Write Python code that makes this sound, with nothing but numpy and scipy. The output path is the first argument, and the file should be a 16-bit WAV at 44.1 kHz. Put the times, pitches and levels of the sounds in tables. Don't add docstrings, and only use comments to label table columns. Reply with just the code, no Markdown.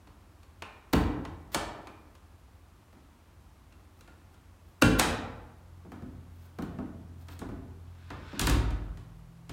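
import sys
import numpy as np
from scipy import signal
from scipy.fft import rfft, irfft
from scipy.io import wavfile

SR = 44100
rng = np.random.default_rng(int(sys.argv[2]) if len(sys.argv) > 2 else 0)


def master_out(mix):
    frames = np.transpose(np.atleast_2d(mix))
    ceiling = np.clip(frames, -1, 1)
    pcm = np.round(ceiling * 32767).astype(np.int16)
    wavfile.write(sys.argv[1], SR, pcm)


N = 419832
TIME = np.arange(N) / SR
EDGES_HZ = 16000 / 2 ** (np.arange(18, -1, -1) / 2)
BAND_HZ = np.sqrt(EDGES_HZ[1:] * EDGES_HZ[:-1])
SPECTRUM_HZ = [72, 235, 650, 1500, 3550, 9000]


def from_db(db):
    return 10 ** (np.asarray(db) / 20)


def rms_one(x):
    return x / np.sqrt(np.mean(x ** 2, axis=-1, keepdims=True))


def unit_energy(x):
    return x / np.sqrt(np.sum(x ** 2, axis=-1, keepdims=True) / SR + 1e-30)


def at_hz(hz, points_hz, values):
    return np.interp(np.log(hz), np.log(points_hz), values)


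def add(out, s, sound):
    start = max(round(s * SR), 0)
    out[start:start + len(sound)] += sound[:max(N - start, 0)]


def noise_bands(size):
    run_in = SR // 4
    filters = [signal.butter(3, band, "band", fs=SR, output="sos")
               for band in zip(EDGES_HZ, EDGES_HZ[1:])]
    bands = [signal.sosfilt(sos, rng.standard_normal(size + run_in))[run_in:] for sos in filters]
    return rms_one(np.array(bands))


def pulse(gain_db):
    cepstrum = irfft(np.log(from_db(gain_db) + 1e-9))
    cepstrum[1:len(cepstrum) // 2] *= 2
    cepstrum[len(cepstrum) // 2 + 1:] = 0
    return irfft(np.exp(rfft(cepstrum)))


def outdoor_air(level_db=-56.28):
    # (pitch [Hz], relative level [dB])
    spectrum = [(15, -33), (25, -21), (43, -1), (92, 1), (114, -10.5), (344, -15.5), (416, -21),
                (451, -21.5), (641, -21), (911, -21), (1130, -21.5), (1650, -27.5), (5000, -36.5),
                (12200, -40.5), (16000, -44.5)]
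    hz = np.maximum(np.arange(N // 2 + 1) * SR / N, 1)
    gain = from_db(at_hz(hz, *np.transpose(spectrum)))
    noise = irfft(rfft(rng.standard_normal(N)) * gain, N)
    return from_db(level_db) * rms_one(noise)


def far_engine(waver_db=-0.3, wavers_per_s=6, shutting_s=(8.46, 8.9)):
    # (time [s], firing rate [Hz], level [dB])
    running = [(0, 43.85, -68.5), (3.5, 43.22, -72), (5.6, 43.47, -53.5), (7.3, 43.05, -48.5),
               (8.1, 43.4, -49), (9.0, 41.55, -51.5), (9.52, 41.6, -52)]
    # (multiple of the firing rate, door open [dB], door shut [dB])
    overtones = [(2, 0, -25), (3, -11, -4.5), (4, -18.5, -3.5)]
    s, rate_hz, level_db = np.transpose(running)
    phase = 2 * np.pi * np.cumsum(np.interp(TIME, s, rate_hz)) / SR
    engine_db = np.interp(TIME, s, level_db)
    out = np.zeros(N)
    for multiple, open_db, shut_db in overtones:
        waver = np.interp(TIME * wavers_per_s, np.arange(SR), rng.standard_normal(SR))
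        doorway_db = np.interp(TIME, shutting_s, [open_db, shut_db])
        out += np.sqrt(2) * np.sin(multiple * phase) * from_db(engine_db + doorway_db + waver_db * waver)
    return out


def room_echo(x, build_up_s=0.0019, first_echo_s=0.0063):
    # (pitch [Hz], time to fade by 60 dB [s], gain [dB])
    echo_bands = [(70, 1.3, 3.5), (235, 0.95, 4), (654, 1.02, 2), (1400, 0.88, 2.5), (3380, 0.61, 0),
                  (5630, 0.51, -5), (8800, 0.37, -2), (14740, 0.36, -8.5)]
    hz, fade_s, gain_db = np.transpose(echo_bands)
    t = np.maximum(TIME[:3 * SR // 2] - first_echo_s, 0)
    rise = 1 - np.exp(-t / build_up_s)
    decay = from_db(-60 * t / at_hz(BAND_HZ, hz, fade_s)[:, None])
    gain = from_db(at_hz(BAND_HZ, hz, gain_db)) * np.sqrt(2 * np.diff(EDGES_HZ)) / SR
    echoes = gain @ unit_energy(noise_bands(len(t)) * rise * decay)
    return signal.fftconvolve(x, echoes)[:N]


def rubbing(swell_db=16, grain_db=3, slips_per_s=600):
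    # (start [s], end [s], final level [dB])
    metal = [(0.928, 0.935, -27), (1.518, 1.547, -40), (4.8145, 4.821, -28), (4.985, 4.997, -24),
             (7.27, 7.34, -54), (8.421, 8.48, -39)]
    weatherstrip = [(7.852, 8.11, -61), (8.125, 8.4, -49.5)]
    sleeves = [(3.945, 4.013, -65), (4.292, 4.343, -72.5), (4.64, 4.7, -70), (6.294, 6.47, -64),
               (7.17, 7.23, -62.5)]
    out, noise = np.zeros(N), noise_bands(SR)
    materials = [(metal, 3200, 2.26), (weatherstrip, 2400, 0.86), (sleeves, 4200, 3.5)]
    for rubs, centre_hz, width_octaves in materials:
        hiss = rms_one(np.exp(-.5 * (np.log2(BAND_HZ / centre_hz) / width_octaves) ** 2) @ noise)
        for start, end, level_db in rubs:
            size = int(np.clip((end - start) * SR, 2, SR))
            slips = np.interp(TIME[:size] * slips_per_s, np.arange(SR), rng.standard_normal(SR))
            envelope = from_db(level_db + np.linspace(-swell_db, 0, size) + grain_db * slips)
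            add(out, start, hiss[:size] * envelope)
    return out + room_echo(out)


def strike(touch, s, strength_db, weight_db=0, edge_db=0, ring_db=0, focus_hz=None):
    weight_hz, edge_hz, firm_db, shortening = 337, 3700, -53.5, 0.15
    shape_db, base_ms, echo_db = touch
    hz = np.array(SPECTRUM_HZ)
    bass_db = weight_db / (1 + (hz / weight_hz) ** 2)
    treble_db = edge_db / (1 + (edge_hz / hz) ** 2)
    spectrum_db = strength_db + np.array(shape_db) + bass_db + treble_db
    length_ms = base_ms * from_db(-shortening * (strength_db + edge_db - firm_db))
    return s, spectrum_db, max(length_ms, .5), echo_db, ring_db, focus_hz


def contact_crack(noise, spectrum_db, length_ms, settle_cycles, top_db, rise_cycles=2.2):
    t, hz = TIME[:noise.shape[1]], BAND_HZ[:, None]
    rise = (1 - np.exp(-t * hz / rise_cycles)) ** 2
    decay = np.exp(-t / (length_ms / 1000 + settle_cycles / hz))
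    roll_off_db = at_hz(BAND_HZ, [37, 53, 9500, 13500], [-12, 0, 0, top_db])
    gain = from_db(at_hz(BAND_HZ, SPECTRUM_HZ, spectrum_db) + roll_off_db)
    return gain @ unit_energy(noise * rise * decay) / np.sqrt(2)


def contact_click(spectrum_db, top_db):
    hz = np.linspace(1, SR / 2, SR // 10 + 1)
    roll_off_db = at_hz(hz, [20, 53, 9500, 13500], [-35, 0, 0, top_db])
    octave_width_db = 10 * np.log10(2 * np.log(2) * hz)
    return SR * pulse(at_hz(hz, SPECTRUM_HZ, spectrum_db) + roll_off_db - octave_width_db)


def ringing(modes, spectrum_db, focus_hz, focus_db=9, focus_octaves=0.12):
    hz, level_db, fade_s = np.transpose(modes)
    if focus_hz is not None:
        level_db += focus_db * np.exp(-.5 * (np.log2(hz / focus_hz) / focus_octaves) ** 2)
    t = TIME[:SR]
    tones = unit_energy(np.sin(2 * np.pi * hz[:, None] * t) * from_db(-60 * t / fade_s[:, None]))
    gain = from_db(level_db + at_hz(hz, SPECTRUM_HZ, spectrum_db) + rng.standard_normal(len(hz)))
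    return (gain * rng.choice([-1, 1], len(hz))) @ tones


def blows(hits, modes, settle_cycles, top_db, ring_db, echo_db, ring_echo_db):
    click_echo_db, crack_echo_db = -1.26, -8
    direct, to_room = np.zeros(N), np.zeros(N)
    bursts = np.split(noise_bands(SR // 5 * len(hits)), len(hits), axis=1)
    for noise, (s, spectrum_db, length_ms, hit_echo_db, hit_ring_db, focus_hz) in zip(bursts, hits):
        ring = from_db(ring_db + hit_ring_db) * ringing(modes, spectrum_db, focus_hz)
        crack = contact_crack(noise, spectrum_db, length_ms, settle_cycles, top_db)
        add(direct, s, crack)
        add(direct, s, ring)
        add(to_room, s, from_db(hit_echo_db + click_echo_db) * contact_click(spectrum_db, top_db))
        add(to_room, s, from_db(hit_echo_db + crack_echo_db) * crack)
        add(to_room, s, from_db(ring_echo_db) * ring)
    return direct + room_echo(from_db(echo_db) * to_room)


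def boots():
    # (pitch [Hz], level [dB], time to fade by 60 dB [s])
    floor_modes = [(131, -10, 0.33), (252.8, -2.5, 0.72), (305, -7.5, 0.3), (372, -15, 0.36)]
    # (levels at SPECTRUM_HZ [dB], base length [ms], echo [dB])
    touch = ([2.5, 12.5, 1.5, -2, -11, -17.5], 3.6, -2.2)
    # (time [s], strength [dB], weight [dB], edge [dB])
    steps = [(2.928, -83, -12, 8), (5.847, -81.5, 4.5, -14), (5.918, -70, -10.5, 3), (6.021, -84.5, 17, 10),
             (6.586, -66, 1.5, 3), (6.622, -71.5, 3, 14.5), (6.7856, -67.5, 0, -8), (7.4138, -63, -13, -18),
             (7.489, -75, 7.5, 3), (8.33, -70, -3.5, -4)]
    hits = [strike(touch, *step) for step in steps]
    return blows(hits, floor_modes, settle_cycles=0.55, top_db=-6,
                 ring_db=-6, echo_db=3.5, ring_echo_db=-4)


def closing_door():
    # (pitch [Hz], level [dB], time to fade by 60 dB [s])
    door_modes = [(48.4, 1.5, 0.9), (61, -4.5, 0.77), (106, -4, 0.5), (145, -10, 1), (243.5, -12.5, 0.6),
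                  (297.2, -4, 0.31)]
    # (levels at SPECTRUM_HZ [dB], base length [ms], echo [dB])
    touch = ([0.5, -0.5, -2.5, 0.5, 2, -1.5], 2.6, -0.3)
    # (time [s], strength [dB], weight [dB], edge [dB])
    knocks = [(7.284, -73, -8, -7), (7.391, -85, 17, 18), (8.103, -61.5, -6.5, -21),
              (8.3939, -57.5, -2.5, 10.5), (8.413, -63, 12, 11.5), (8.47, -51.5, -4, 0.5),
              (8.496, -68.5, 21.5, 19), (8.555, -71, 20.5, -9), (8.705, -72.5, 9, -5.5),
              (8.972, -81, 7, -2), (9.4937, -70.5, 6, -1)]
    hits = [strike(touch, *knock) for knock in knocks]
    return blows(hits, door_modes, settle_cycles=3.8, top_db=-15,
                 ring_db=6.5, echo_db=2.07, ring_echo_db=-12)


def bolts(top_from_s=2.5):
    # (pitch [Hz], level [dB], time to fade by 60 dB [s])
    door_modes = [(54, -14.5, 0.72), (86, -10.5, 0.72), (106.2, -9, 0.84), (190.6, -9, 0.77),
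                  (234.5, -2.5, 0.8), (295.5, 2, 0.19), (335, -7, 0.57), (406, -11, 0.23), (442, -1, 0.41),
                  (527, 0.5, 0.3), (618, -6.5, 0.28)]
    bottom_bolt = [(1060, -5, 0.5), (2290, -10, .35), (2420, -8, .4), (2585, -11, 0.35), (2710, -10, 0.35),
                   (2880, -13, .25), (4340, -10.5, 0.47), (4500, -16, 0.41)]
    top_bolt = [(1120, -15, .12), (1400, 1.5, 0.25), (1446, -7, 0.2), (1530, -2.5, 0.52),
                (1610, -6.5, 0.34), (2380, -1, 0.15), (2671, -7, 0.21), (2724, 0.5, 0.2), (2700, -8, 0.32),
                (3000, -16, 0.49)]
    bottom_channel = [(970, -1, 0.013), (2540, -3.5, 0.019)]
    top_channel = [(1474, -1, .03), (2630, 0, 0.01)]
    # (levels at SPECTRUM_HZ [dB], base length [ms], echo [dB])
    throw_touch = ([5, 7.5, -0.5, 0.5, -1, -3.5], 2.5, 0)
    snap_touch = ([-8.5, -6.5, 1.5, 0, 1, 2], 3.8, 0)
    tick_touch = ([-11.5, -2, -1.5, -0.5, -1.5, -6], 2.6, -1)
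    # (time [s], strength [dB], edge [dB], ring [dB])
    throws = [(0.934, -48.5, -7.5, 2), (4.822, -48, 4.5, 6)]
    # (time [s], strength [dB], weight [dB], ring [dB], favoured pitch [Hz])
    snaps = [(1.5454, -51, 1, -5.5, 4400), (4.9952, -44.5, -9.5, -11, 1105)]
    # (time [s], strength [dB], weight [dB], edge [dB], ring [dB], favoured pitch [Hz])
    ticks = [(0.072, -80.5, 4, -7, 3.5, 4400), (0.431, -85.5, -12, 4, 2, 4400),
             (0.6219, -60, -20, -8, 2, 2620), (1.2507, -63.5, -8, -9.5, -5, 1050),
             (1.871, -71, 2, -3, 2, 2370), (2.151, -85, -13, 7, -3, 1024), (3.7242, -91.5, 3, 10, -2, 2700),
             (4.008, -87.5, 14, 15, -6, 2500), (4.076, -80.5, 3, -2, -1, 1350),
             (4.341, -89, 0, 4, -7.5, 1380)]
    hits = [strike(throw_touch, s, db, edge_db=edge, ring_db=ring) for s, db, edge, ring in throws]
    hits += [strike(snap_touch, s, db, weight_db=weight, ring_db=ring, focus_hz=hz)
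             for s, db, weight, ring, hz in snaps]
    hits += [strike(tick_touch, *tick) for tick in ticks]
    bottom_hits = [hit for hit in hits if hit[0] < top_from_s]
    top_hits = [hit for hit in hits if hit[0] >= top_from_s]
    bottom = blows(bottom_hits, door_modes + bottom_bolt + bottom_channel, settle_cycles=2.6,
                   top_db=-21, ring_db=-5, echo_db=-1.1, ring_echo_db=-4.5)
    top = blows(top_hits, door_modes + top_bolt + top_channel, settle_cycles=2.1,
                top_db=-24, ring_db=-5, echo_db=1.16, ring_echo_db=-6)
    return bottom + top


def scene():
    # (pitch [Hz], gain [dB])
    colour = [(200, -1.5), (310, 2), (480, -2.5), (750, 1), (1450, 0.5), (2000, -3), (2700, -3.5),
              (4300, -1.5), (5200, -3.5), (8700, -2.5), (10700, -6), (12500, 5)]
    hz = np.linspace(1, SR / 2, SR // 20 + 1)
    colour_filter = pulse(at_hz(hz, *np.transpose(colour)))
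    indoors = bolts() + boots() + closing_door() + rubbing()
    indoors = signal.fftconvolve(indoors, colour_filter)[:N]
    return (indoors + far_engine() + outdoor_air())[None]


def record(dry, low_hz=36, high_hz=15800):
    bass_cut = signal.butter(4, low_hz, "high", fs=SR, output="sos")
    treble_cut = signal.ellip(10, .1, 80, high_hz, fs=SR, output="sos")
    return signal.sosfilt(treble_cut, signal.sosfilt(bass_cut, dry))


dry = scene()
out = record(dry)
master_out(out)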